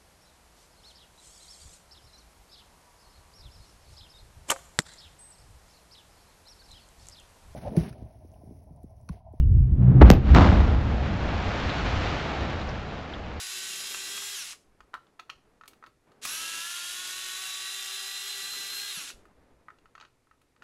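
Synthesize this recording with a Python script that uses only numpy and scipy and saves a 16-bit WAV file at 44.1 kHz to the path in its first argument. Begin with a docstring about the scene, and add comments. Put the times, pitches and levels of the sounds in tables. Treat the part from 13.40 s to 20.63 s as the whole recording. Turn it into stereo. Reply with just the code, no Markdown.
"""A close, chattering gear whine: a small cordless screwdriver backs two screws out of a plastic casing.
The motor speeds up as each screw loosens, the gears ring through the tool's housing, then it coasts
to a stop. Between the runs the bit knocks on the hand-held casing and hunts for the next screw head.
Underneath, skin rubs and the grip shifts, over a desk in a small room with a faint hiss and hum."""
import sys
import numpy as np
from scipy import signal
from scipy.io import wavfile

SR = 44100
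rng = np.random.default_rng(int(sys.argv[2]) if len(sys.argv) > 2 else 0)


def waveform_to_disk(signal):
    """Save audio, clipped to [-1, 1], as 16-bit WAV at the path in sys.argv[1]."""
    frames = np.transpose(np.atleast_2d(signal))
    scaled = np.clip(frames, -1, 1) * 32767
    samples = np.round(scaled).astype(np.int16)
    wavfile.write(sys.argv[1], SR, samples)


N = 318843
TIME = np.arange(N) / SR

GEAR_RATIO = 3  # motor turns per gear turn
THROB_CYCLES = 0.465  # throbs of the slower gear stage per gear turn
# Resonances that colour the gears, a low hum near 390 Hz, then the housing's ring: f/Hz, width/Hz, lift/dB
GEAR_RESONANCES = [(394, 73, 10), (1121.4, 67, 9), (1380, 266, 10.5), (1680, 88, 9.5), (1957, 150, 4),
                   (2724, 346, 7.5), (3267, 110, 4.5), (3554, 123, 5.5), (4006, 490, 10), (5340, 1900, 0.5),
                   (11000, 5900, 2)]
# Tone colour of the tooth impacts: f/Hz, level/dB
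TOOTH_COLOUR = [(100, -24), (300, -27), (550, -18.5), (850, -10.5), (1200, -9), (2200, -1.5), (3100, 0.5),
                (4200, -2.5), (5200, 0.5), (7000, 1), (8800, -3.5), (11000, -4.5), (13000, -15.5),
                (16000, -28)]


def screwdriver(run, lines, lead, chatter_db, resonance, attack_s=0.015, run_out_s=0.19):
    """One run as (whine, chatter); on hard speed changes the teeth lose contact, wobble and squeal."""
    on, off = run[:2]
    speed_hz, load_hz, coast_s = motor(*run)
    keep = np.exp(-1 / (0.0454 * SR))  # the teeth settle in 45 ms
    change_hz_per_s = signal.lfilter([1 - keep], [1, -keep], abs(np.gradient(speed_hz)) * SR)
    jolt = np.clip(change_hz_per_s / 800, 0, 1)
    motor_hz = speed_hz * (1 + 0.0004 * wander(40) + 0.011 * jolt * wander(300))
    gear_turns = np.cumsum(motor_hz / GEAR_RATIO) / SR
    gate = (1 - np.exp(-np.maximum(TIME - on, 0) / attack_s)) ** 2
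    gate *= envelope(on, off + run_out_s, attack_s, fall_s=0.013)

    # Chatter: louder and brighter under load, thinner and duller towards standstill.
    rattle = colour(chatter(gear_turns),
                    lambda hz: read(TOOTH_COLOUR, hz) + resonance * lift_db(GEAR_RESONANCES, hz))
    treble_db = -1.5 + 0.0415 * load_hz + 9 * jolt - 24 * np.clip(1 - speed_hz / 290, 0, 1)
    rattle += above(rattle, 13600) * (amp(treble_db) - 1)
    rattle *= amp(chatter_db + 0.0309 * load_hz - 14.5 * coast_s)

    # Whine: the lead tone swells as the load eases; under 10 Hz of load the gears run free.
    lead_cycles, free_db, db_per_lost_hz = lead
    lead_db = free_db + db_per_lost_hz * np.maximum(load_hz - 10, 0) - 50 * coast_s
    tones = whine(gear_turns, motor_hz * (gate > 0.001), lines, lead_cycles, lead_db, jolt)
    tones *= amp(-31 * coast_s)
    return gate * np.array([tones, rattle])


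# One run a screw: trigger on t/s, trigger off t/s, free speed/Hz, speed gain/(Hz/s), tight drag/Hz
FIRST_RUN = (-1, 0.935, 403.3, 32.9, 0)
SECOND_RUN = (2.812, 5.515, 404.5, 18.8, 77.7)
# The thread catches and the pitch sags: t/s, speed lost/Hz, half length/s
THREAD_CATCHES = [(0.666, 4.8, 0.07), (3.183, 15.5, 0.114), (3.431, 11.3, 0.114), (3.672, 4.4, 0.06),
                  (3.918, 3.6, 0.046), (4.629, 2.2, 0.037), (5.034, 5.4, 0.077), (5.256, 7.5, 0.072)]


def motor(on, off, free_hz, gain_hz_per_s, tight_hz, spin_up_s=0.022, give_s=0.21, brake_hz_per_s=1200):
    """The motor spins up, the screw's drag eases, and once the trigger is let go friction brakes evenly."""
    driven_s = np.clip(TIME, on, off) - on
    coast_s = np.maximum(TIME - off, 0)
    load_hz = gain_hz_per_s * (off - on - driven_s) + tight_hz * np.exp(-driven_s / give_s)  # speed lost
    load_hz += sum(lost * np.exp(-((on + driven_s - s) / half) ** 2) for s, lost, half in THREAD_CATCHES)
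    speed_hz = (free_hz - load_hz) * (1 - np.exp(-driven_s / spin_up_s)) - brake_hz_per_s * coast_s
    return np.maximum(speed_hz, 0), load_hz, coast_s


# Gear tones before resonances and tilt shape them:
# cycles per gear turn, first screw level/dB, second screw tight level/dB, second screw loose level/dB
GEAR_TONES = [(3, -72, -74, -72), (6, -72, -77, -68), (9, -69, -64, -67), (12, -61, -56, -65),
              (15, -61, -57, -59), (21, -62, -70, -65), (22, -65, -73, -62), (24, -60, -63, -60),
              (25, -55, -57, -57), (27, -66, -62, -65), (28, -60, -54, -57), (30, -65, -69, -61),
              (31, -61, -62, -53), (32, -65, -61, -64), (33, -62, -66, -66), (39, -53, -60, -54),
              (43, -63, -70, -64), (45, -59, -64, -63), (51, -60, -65, -64), (53, -61, -63, -61),
              (54, -54, -57, -60), (56, -61, -62, -64), (57, -60, -64, -58), (59, -59, -61, -62),
              (60, -61, -59, -66), (63, -63, -62, -66), (75, -64, -74, -62), (78, -65, -69, -72),
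              (81, -64, -66, -70), (84, -63, -69, -72), (87, -66, -61, -65), (90, -69, -76, -74),
              (93, -65, -66, -65), (96, -74, -75, -66), (99, -70, -69, -68), (102, -72, -68, -76),
              (105, -73, -74, -80), (108, -74, -63, -71), (111, -87, -68, -80), (114, -84, -75, -78),
              (117, -76, -75, -78), (120, -81, -81, -84)]
# How far the second screw has come loose: t/s, share/0-1
SCREW_LOOSENESS = [(3.3, 0.15), (3.8, 0.38), (4.4, 1), (4.9, 0.78)]
# Tone colour of the whine, with its highest tones lifted: f/Hz, level/dB
WHINE_TILT = [(390, -2.5), (780, 1), (1200, -1.5), (2600, -1.5), (3300, 0), (4100, -1.5), (5000, -.5),
              (8000, 0), (11500, 4), (15000, 3)]
# Bands that squeal on a hard speed change: f/Hz, width/Hz, lift/dB
SQUEAL_BANDS = [(2800, 600, 3), (5700, 1200, 7), (11100, 1500, 13)]
# Lead tone, the mesh that carries the load: cycles per gear turn, free level/dB, slope/(dB per Hz lost)
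FIRST_LEAD, SECOND_LEAD = (25, -46.5, -0.75), (31, -42.5, -0.36)


def whine(gear_turns, motor_hz, lines, lead_cycles, lead_db, jolt, flutter_db=3, throb_db=2, mesh_hz=300):
    """Tones locked to the gear swell as they glide through the resonances and fade below meshing speed."""
    on = np.flatnonzero(motor_hz > 0)
    turns = gear_turns[on]
    loose = np.interp(TIME[on], *np.transpose(SCREW_LOOSENESS))
    slow_db = -55 * np.clip(1 - motor_hz[on] / mesh_hz, 0, 1)
    out = np.zeros(N)
    for cycles, tight_db, loose_db in lines:
        if cycles == lead_cycles:
            line_db = lead_db[on] + throb_db * np.cos(2 * np.pi * THROB_CYCLES * turns)
        else:
            hz = cycles * motor_hz[on] / GEAR_RATIO
            line_db = tight_db + (loose_db - tight_db) * loose
            line_db += lift_db(GEAR_RESONANCES, hz) + read(WHINE_TILT, hz)
            line_db += jolt[on] * lift_db(SQUEAL_BANDS, hz)
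        line_db += slow_db + flutter_db * wander(22)[on]
        out[on] += amp(line_db) * np.cos(2 * np.pi * (cycles * turns + rng.random()))
    return np.sqrt(2) * out


def chatter(gear_turns, worn_db=-13, beat=0.28, wobble=0.09, clatter_db=1):
    """Teeth strike at random, hardest once a motor turn; their wear pattern repeats every gear turn."""
    wear = signal.resample(rng.standard_normal(256), 4096)
    worn = np.interp(gear_turns, np.arange(len(wear)) / len(wear), wear, period=1)
    angle = 2 * np.pi * gear_turns
    force = 1 + beat * np.cos(GEAR_RATIO * angle)
    force *= 1 + wobble * (np.cos(angle) + np.cos(THROB_CYCLES * angle))
    strikes = unit(force * amp(clatter_db * wander(170)) * rng.standard_normal(N))
    return strikes + amp(worn_db) * worn


# Hits of bit, screw and switch, before trims: t/s, body level/dB, crack level/dB, tick level/dB
KNOCK_HITS = [(0.545, -33.5, -35.5, -55.2), (0.777, -40, -35.5, -56.9), (0.822, -41.5, -59, -56.2),
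              (1.05, -57, -50, -56.8), (1.132, -46, -64, -69.5), (1.405, -45.5, -55, -76),
              (1.535, -47, -67.5, -83.4), (1.54, -27.5, -42, -61), (1.551, -33.5, -64, -73),
              (1.668, -65, -64.5, -98.1), (1.793, -45, -55, -69), (1.796, -40, -40.5, -65),
              (1.895, -39, -53, -68), (1.899, -46, -36, -64), (2.211, -44, -57, -86),
              (2.236, -44.5, -58, -82.7), (2.257, -53, -59, -70), (2.278, -57, -46, -48),
              (2.312, -66, -68, -68.7), (2.333, -58, -54.5, -76), (2.426, -46.5, -67.9, -91),
              (2.439, -41, -57, -78), (2.463, -51, -53, -76), (2.468, -47.5, -68, -71.9),
              (2.718, -59, -62, -78), (2.852, -34.5, -27, -33), (5.136, -41.5, -53, -56.4),
              (5.702, -46, -43.5, -60), (5.854, -51.5, -67, -75), (6.284, -40, -67.9, -86.7),
              (6.303, -46, -63, -89.8), (6.386, -65, -62, -90), (6.457, -52, -62, -90.2),
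              (6.552, -43, -52, -79.3), (6.579, -46.5, -57, -85.7), (6.6, -52, -50.5, -84.7),
              (6.611, -54.6, -45.5, -82), (6.625, -47.5, -58, -84.8), (6.635, -49.5, -65, -89.9),
              (6.65, -51, -54, -97.4), (6.871, -62, -77, -90.9), (6.912, -52, -70, -87.3),
              (7.015, -64, -64, -73), (7.163, -60, -67, -99.0), (7.222, -44, -53, -73)]
# Ring of the plastic casing: f/Hz, level/dB, t60/s
CASING_MODES = [(1107, -1, 0.062), (1230, 2, 0.02), (1300, 12.5, 0.029), (1470, 7.5, 0.021),
                (1798, 7.5, 0.02)]
# Tone colours of the sharp crack and the metallic tick: f/Hz, level/dB
CRACK_COLOUR = [(150, -18), (600, -7.5), (1500, -1), (2100, -7.5), (2550, 7), (3200, -0.5), (4400, -2),
                (5300, -10.5), (6500, -8), (8500, -26), (16000, -58)]
TICK_COLOUR = [(300, -46), (4000, -6), (7000, -5), (10000, -2.5), (13000, -8), (16000, -6)]


def knocks(body_trim_db=1, noise_trim_db=3, crack_s=0.0037, tick_s=0.0062, rise_s=0.00052):
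    """Each knock rings the casing, a little differently at each spot, under a short crack and tick."""
    t = np.arange(SR // 8) / SR
    bodies, cracks, ticks = np.zeros((3, N))
    hz, db, t60 = np.transpose(CASING_MODES)[:, :, None]
    spots = rng.standard_normal((len(KNOCK_HITS), 2, len(CASING_MODES), 1))
    rise = 1 - np.exp(-t / rise_s)
    for (s, body_db, crack_db, tick_db), (detune, strength) in zip(KNOCK_HITS, spots):
        modes = np.sin(2 * np.pi * hz * (1 + 0.037 * detune) * t)
        ring = rise * (amp(db + 2.6 * strength - 60 * t / t60) * modes).sum(0)
        add(bodies, s, amp(body_db + body_trim_db) * ring / abs(ring).max() * np.sqrt(2))
        add(cracks, s, amp(crack_db + noise_trim_db) * rise * np.exp(-t / crack_s))
        add(ticks, s, amp(tick_db + noise_trim_db) * rise * np.exp(-t / tick_s))
    return bodies + cracks * noise(CRACK_COLOUR) + ticks * noise(TICK_COLOUR)


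# Skin rubs on casing and tool: start t/s, end t/s, level/dB before trim
SKIN_RUBS = [(0.18, 0.8, -59.5), (1.003, 2.476, -68), (2.675, 2.856, -63), (2.833, 3.2, -59.5),
             (3.515, 4.02, -67), (4.897, 5.45, -65), (5.123, 5.306, -63), (5.575, 5.877, -63),
             (5.903, 6.305, -66.5), (6.32, 6.658, -70), (7.226, 7.3, -59.5)]
# Shifts of grip: t/s, level/dB before trim
GRIP_SHIFTS = [(0.52, -68), (1.27, -61), (1.4, -62), (1.96, -63), (2.1, -71), (3.0, -73), (3.73, -67),
               (3.83, -71), (4.98, -70), (5.75, -55), (5.89, -62), (5.99, -62), (6.11, -61), (6.37, -67),
               (6.45, -71)]
# Tone colours of the soft rub and the low bump: f/Hz, level/dB
RUB_COLOUR = [(40, -13.5), (130, -3), (220, -0.5), (420, 1.5), (600, -4), (1200, -9), (2000, -15),
              (5000, -31), (16000, -62)]
BUMP_COLOUR = [(10, 2.5), (25, -11.5), (55, -1), (100, -15.5), (200, -26), (600, -63)]


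def hands(trim_db=-1, rest_db=-77, uneven_db=2):
    """Skin rubs unevenly on plastic and shifts of grip bump softly; even resting hands tremble a little."""
    rub_power = sum((amp(db) * envelope(start, end, rise_s=0.035, fall_s=0.044)) ** 2
                    for start, end, db in SKIN_RUBS)
    bump_power = sum((amp(db) * envelope(s, s, rise_s=0.012, fall_s=0.095)) ** 2 for s, db in GRIP_SHIFTS)
    rest_power = amp(rest_db) ** 2
    rubs = np.sqrt(rub_power + rest_power) * amp(uneven_db * wander(35)) * noise(RUB_COLOUR)
    bumps = np.sqrt(bump_power + rest_power) * noise(BUMP_COLOUR)
    return amp(trim_db) * (rubs + bumps)


# Dull thumps of fingers on the casing: t/s, f/Hz, level/dB, decay/s
FINGER_THUMPS = [(5.572, 175, -47.5, 0.0083), (5.741, 38, -54, 0.033)]


def thumps():
    """Soft finger pushes swell and die within a few cycles."""
    t, out = np.arange(SR // 4) / SR, np.zeros(N)
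    for s, hz, db, decay_s in FINGER_THUMPS:
        swell = 2 * t / decay_s * np.exp(1 - 2 * t / decay_s)
        add(out, s, amp(db) * swell * np.sin(2 * np.pi * hz * t))
    return out


# Short tail of the room: f/Hz, t60/s
ROOM_DECAY = [(200, 0.37), (1300, 0.23), (4000, 0.29), (9000, 0.32), (16000, 0.29)]


def room(x, early_db=4, early_s=0.01, echoes_per_s=3000):
    """Small-room reflections, strongest from the desk and near things; each band dies at its own speed."""
    taps = rng.choice([-1., 1.], SR // 2) * (rng.random(SR // 2) < echoes_per_s / SR)
    delay = np.arange(len(taps)) / SR
    taps *= (delay > 0.003) * (1 + amp(early_db) * np.exp(-delay / early_s))
    hz, t, bands = signal.stft(taps, SR, nperseg=256)
    tail = signal.istft(bands * amp(-60 * t / read(ROOM_DECAY, hz)[:, None]), SR, nperseg=256)[1]
    return signal.oaconvolve(x, tail / np.linalg.norm(tail))[:N]


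# Background hiss and low hum, cut off steeply above about 12.5 kHz: f/Hz, level/dB
BACKGROUND_COLOUR = [(15, -16), (25, -1), (91, -3), (122, 0.5), (198, -14), (274, -2.5), (297, -8.5),
                     (1300, -17.5), (2490, -19), (3170, -25), (3440, -22.5), (9300, -26), (12200, -28),
                     (13500, -45), (15500, -55)]


def background(level_db=-72.5):
    """A faint, steady bed of hiss and low hum."""
    return amp(level_db) * noise(BACKGROUND_COLOUR)


def amp(db):
    """Decibels to gain."""
    return 10 ** (np.asarray(db) / 20)


def unit(x):
    """Scales to rms 1."""
    return x / np.sqrt(np.mean(x ** 2) + 1e-20)


def read(points, hz):
    """Reads a curve on a log-frequency axis."""
    f, value = np.transpose(points)
    return np.interp(np.log(hz + 1), np.log(f + 1), value)


def lift_db(bands, hz):
    """Lift of a set of resonances at a frequency."""
    return sum(db / (1 + (2 * (hz - centre) / width) ** 2) for centre, width, db in bands)


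def colour(x, db_at):
    """Minimum-phase filter whose gain in dB is db_at(Hz)."""
    log_gain = np.log(amp(db_at(abs(np.fft.fftfreq(4096, 1 / SR)))))
    response = np.exp(np.conj(signal.hilbert(log_gain)))
    return signal.oaconvolve(x, np.fft.ifft(response).real[:2048])[:len(x)]


def above(x, hz):
    """The part of a sound above a frequency."""
    return signal.sosfiltfilt(signal.butter(2, hz, "high", fs=SR, output="sos"), x)


def noise(points):
    """Noise of rms 1 with the given tone colour."""
    return unit(colour(rng.standard_normal(N), lambda hz: read(points, hz)))


def wander(rate_hz):
    """Random drift that glides between 2048 values, rate_hz of them a second."""
    knots = rng.standard_normal(2048)
    return np.interp(TIME * rate_hz, np.arange(len(knots)), knots)


def envelope(start, end, rise_s, fall_s):
    """Swells up to start, holds until end, then dies away."""
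    return np.exp(-np.maximum(start - TIME, 0) / rise_s - np.maximum(TIME - end, 0) / fall_s)


def add(mix, s, sound):
    """Mixes a sound in at time s."""
    part = mix[max(round(s * SR), 0):][:len(sound)]
    part += sound[:len(part)]


def scene():
    """Tool up front, knocks and hands around it, the room behind, all in mono."""
    lines = np.array(GEAR_TONES)
    first = screwdriver(FIRST_RUN, lines[:, [0, 1, 1]], FIRST_LEAD, chatter_db=-36.5, resonance=0.45)
    second = screwdriver(SECOND_RUN, lines[:, [0, 2, 3]], SECOND_LEAD, chatter_db=-37, resonance=0.75)
    tones, rattle = first + second
    hits = knocks()
    echo = room(amp(-9.5) * rattle + amp(-7) * hits) + amp(-19) * room(tones)
    mono = tones + rattle + hits + echo + hands() + thumps() + background()
    return np.array([mono, mono])


def record(dry, edge_hz=15800):
    """A steep low-pass takes off the very top."""
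    lowpass = signal.firwin(511, edge_hz, window=("kaiser", 9), fs=SR)
    return signal.oaconvolve(dry, lowpass[None], "same")


dry = scene()
out = record(dry)
waveform_to_disk(out)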